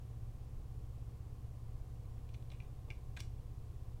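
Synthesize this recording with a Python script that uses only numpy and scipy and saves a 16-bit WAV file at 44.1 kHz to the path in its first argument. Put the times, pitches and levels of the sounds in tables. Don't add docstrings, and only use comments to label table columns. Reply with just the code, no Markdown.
import sys
import numpy as np
from scipy import signal
from scipy.fft import rfft, irfft, next_fast_len
from scipy.io import wavfile
from scipy.ndimage import map_coordinates

SR = 44100
rng = np.random.default_rng(int(sys.argv[2]) if len(sys.argv) > 2 else 0)


def to_wav(s):
    ch = np.atleast_2d(s).T
    pcm = np.round(np.clip(ch, -1, 1) * 32767)
    wavfile.write(sys.argv[1], SR, pcm.astype(np.int16))


N = 176400

# (frequency [Hz], relative density [dB])
RUMBLE_SPECTRUM = [(10, -8), (22, -9), (31, 2.5), (42, -15), (55, -3.5), (72, -18), (90, -10.5), (112, -6),
                   (135, -19.5), (200, -30.5), (400, -41.5), (1000, -93)]
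HISS_SPECTRUM = [(100, -5), (250, 1), (480, -0.5), (620, -5.5), (740, -5.5), (900, -9.5), (1100, -6.5),
                 (1280, -14), (1600, -18), (2700, -19.5), (4000, -22), (8000, -24), (15500, -27.5)]
MOTOR_HARMONICS = [-7.5, -11.5, -6.5, -.5, -6, -13.5, -0.5, -6.5, -25.5, -17, -23]
# (frequency [Hz], level [dB])
WHINE_TONES = [(22.6, -59), (120, -67), (236, -78.5), (240, -80.5), (314, -80), (428, -84), (473, -79),
               (720, -83.5), (766, -82.5), (1050, -87)]
# (frequency [Hz], t60 [s])
ROOM_DECAY = [(300, 0.2), (2500, 0.22), (8000, 0.28), (15000, 0.1)]
# (frequency [Hz], relative level [dB], t60 [s])
ASSEMBLY_MODES = [(1612, -12, 0.029), (2135, -2.5, 0.012), (2420, -0.5, 0.018), (2860, -3.5, 0.019),
                  (3450, -5, 0.021), (3930, -4, 0.015), (4400, -17, 0.014), (5630, -7, 0.0076),
                  (7300, -19, .016), (8260, -26.5, 0.18)]
# (frequency [Hz], relative density [dB])
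CRACK_SPECTRUM = [(100, -20), (400, -6), (900, -8), (1300, -10), (2300, -1), (3000, 0), (4000, -2),
                  (7000, -7), (11000, -15), (16000, -24)]
THUD_SPECTRUM = [(100, -15), (330, 0.5), (600, -10.5), (1000, -8.5), (1400, -26), (3000, -57)]
# (time [s], length [s], level [dB], tilt [dB/octave], thud gain [dB])
SLIDES = [(2.16, 0.036, -80.5, -9, -14), (2.872, .032, -67, -8, 6), (3.166, 0.0092, -53.5, -2.5, -14),
          (3.188, .018, -58.5, 0, -9)]
# (time [s], gain [dB], tilt [dB/octave], favoured frequency [Hz], its lift [dB], thud gain [dB])
IMPACTS = [(2.2908, -58, -2, 3700, 7, -16), (2.3395, -59.5, 2, 5900, 10, -14),
           (2.3440, -52, -1, 2340, 3.5, -14), (2.4245, -63.5, -2, 3500, 7, -11),
           (2.5020, -51.5, -2.5, 4000, 6, -14), (2.5165, -54.5, 0.5, 3380, 10.5, -9),
           (2.5195, -52, 0.5, 2000, 10, -4), (2.5350, -61, -3, 2400, 9.5, -22),
           (2.5480, -62, -8, 2400, 8, -14), (2.6023, -56.5, -6, 2350, 13, -14),
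           (2.6225, -65, -4, 2450, 7, -14), (2.6475, -62, -6, 3000, 5, -16),
           (2.9036, -43, -2.5, 2260, 11, -12), (3.1655, -50.5, 2, 2450, 3, -18),
           (3.1722, -42, 0, 1550, 12.5, -14.5), (3.2037, -37, 2, 4660, 4.5, -27)]

RUMBLE_DB, HISS_DB = -51.5, -65.5
TURN_HZ, THROB_DELAY_S, THROB_SCATTER_RAD = 16.43, 0.0515, 0.68
MOTOR_DB, MOTOR_WAVER_DB, WHINE_DRIFT_RAD = -52.5, 0.75, 0.98
TAIL_DB, TAIL_RISE_S, ECHOES_DB, LATEST_ECHO_S = -9, 0.0047, -8.5, 0.010
PIVOT_HZ, FAVOUR_OCTAVES = 2750, 0.29
RING_DB, MODE_SCATTER_DB, ATTACK_S = -6.5, 1.5, 0.00029
CRACK_DB, CRACK_T60_S, THUD_T60_S = -5, 0.011, 0.037
SLIPS_PER_S, SLIP_SPREAD_DB = 1800, 2.5
BAND_LIMIT_HZ = 15850


def amp(db):
    return 10 ** (np.asarray(db) / 20)


def along(points, hz):
    freqs, values = np.transpose(points)
    return np.interp(np.log(hz + 1), np.log(freqs + 1), values)


def wobble(knots_per_s):
    knots = rng.standard_normal(int(N * knots_per_s / SR) + 4)
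    return map_coordinates(knots, [np.arange(N) * knots_per_s / SR])


def filtered(x, response):
    size = next_fast_len(len(x) + 8192)
    return irfft(rfft(x, size) * response(np.fft.rfftfreq(size, 1 / SR)), size)[:len(x)]


def noise(spectrum, size):
    coloured = filtered(rng.standard_normal(size), lambda hz: amp(along(spectrum, hz)))
    return coloured / np.sqrt(np.mean(coloured ** 2) + 1e-20)


def add(track, start_s, sound):
    part = track[round(start_s * SR):][:len(sound)]
    part += sound[:len(part)]


def background():
    return amp(RUMBLE_DB) * noise(RUMBLE_SPECTRUM, N) + amp(HISS_DB) * noise(HISS_SPECTRUM, N)


def motor():
    t = np.arange(N) / SR
    angle = 2 * np.pi * TURN_HZ * (t - THROB_DELAY_S)
    throb, whine = np.zeros(N), np.zeros(N)
    for order, db in enumerate(MOTOR_HARMONICS, 1):
        level = amp(MOTOR_DB + db + MOTOR_WAVER_DB * wobble(3.2))
        throb += level * np.cos(order * angle + THROB_SCATTER_RAD * rng.normal())
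    for hz, db in WHINE_TONES:
        phase = 2 * np.pi * (hz * t + rng.random())
        whine += amp(db) * np.sin(phase + WHINE_DRIFT_RAD * wobble(4.96))
    return np.sqrt(2) * (throb + whine)


def in_room(sound):
    hz, t, spectrogram = signal.stft(rng.standard_normal(SR // 3), SR, nperseg=256)
    decay = amp(-60 * t / along(ROOM_DECAY, hz)[:, None])
    _, tail = signal.istft(spectrogram * decay, SR, nperseg=256)
    tail *= 1 - np.exp(-np.arange(len(tail)) / SR / TAIL_RISE_S)
    response = amp(TAIL_DB) * tail / np.linalg.norm(tail)
    delays = (SR * LATEST_ECHO_S * rng.uniform(0.15, 1, size=8)).astype(int)
    response[delays] += amp(ECHOES_DB) * rng.choice([-1, 1], len(delays)) / np.sqrt(len(delays))
    response[0] = 1
    return signal.fftconvolve(sound, response)


def knock(tilt_db, thud_db, favoured_hz=PIVOT_HZ, lift_db=0):
    def colour_db(hz):
        tilt = tilt_db * np.log2(np.maximum(hz, PIVOT_HZ / 2) / PIVOT_HZ)
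        octaves_off = np.log2((hz + 1) / favoured_hz)
        return tilt + lift_db * np.exp(-(octaves_off / FAVOUR_OCTAVES) ** 2)

    t = np.arange(SR // 6) / SR
    ring = np.zeros(len(t))
    for hz, db, t60 in ASSEMBLY_MODES:
        onset_db = db + colour_db(hz) + rng.normal(0, MODE_SCATTER_DB)
        detuned_hz = hz * rng.normal(1, 0.008)
        ring += amp(onset_db - 60 * t / t60) * np.sin(2 * np.pi * (detuned_hz * t + rng.random()))
    crack = filtered(noise(CRACK_SPECTRUM, len(t)), lambda hz: amp(colour_db(hz)))
    crack *= amp(CRACK_DB - 60 * t / CRACK_T60_S)
    thud = noise(THUD_SPECTRUM, len(t)) * amp(thud_db - 60 * t / THUD_T60_S)
    attack = 1 - np.exp(-t / ATTACK_S)
    return (amp(RING_DB) * ring + crack + thud) * attack


def scrapes():
    track = np.zeros(N)
    t = np.arange(SR // 3) / SR
    for start_s, length_s, db, tilt_db, thud_db in SLIDES:
        slipping = rng.random(len(t)) < SLIPS_PER_S / SR
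        strength = amp(SLIP_SPREAD_DB * rng.standard_normal(len(t)))
        slips = slipping * strength * rng.choice([-1, 1], len(t))
        stroke = np.sqrt(np.abs(np.sin(np.pi * np.minimum(t / length_s, 1))))
        rub = signal.fftconvolve(slips * stroke, knock(tilt_db, thud_db))
        rub *= np.sqrt(length_s * SR) / np.linalg.norm(rub)
        add(track, start_s, amp(db) * in_room(rub))
    return track


def clicks():
    track = np.zeros(N)
    for start_s, db, tilt_db, favoured_hz, lift_db, thud_db in IMPACTS:
        add(track, start_s, amp(db) * in_room(knock(tilt_db, thud_db, favoured_hz, lift_db)))
    return track


def scene():
    return (clicks() + scrapes() + motor() + background())[None]


def record(dry):
    return np.array([filtered(channel, lambda hz: hz < BAND_LIMIT_HZ) for channel in dry])


dry = scene()
out = record(dry)
to_wav(out)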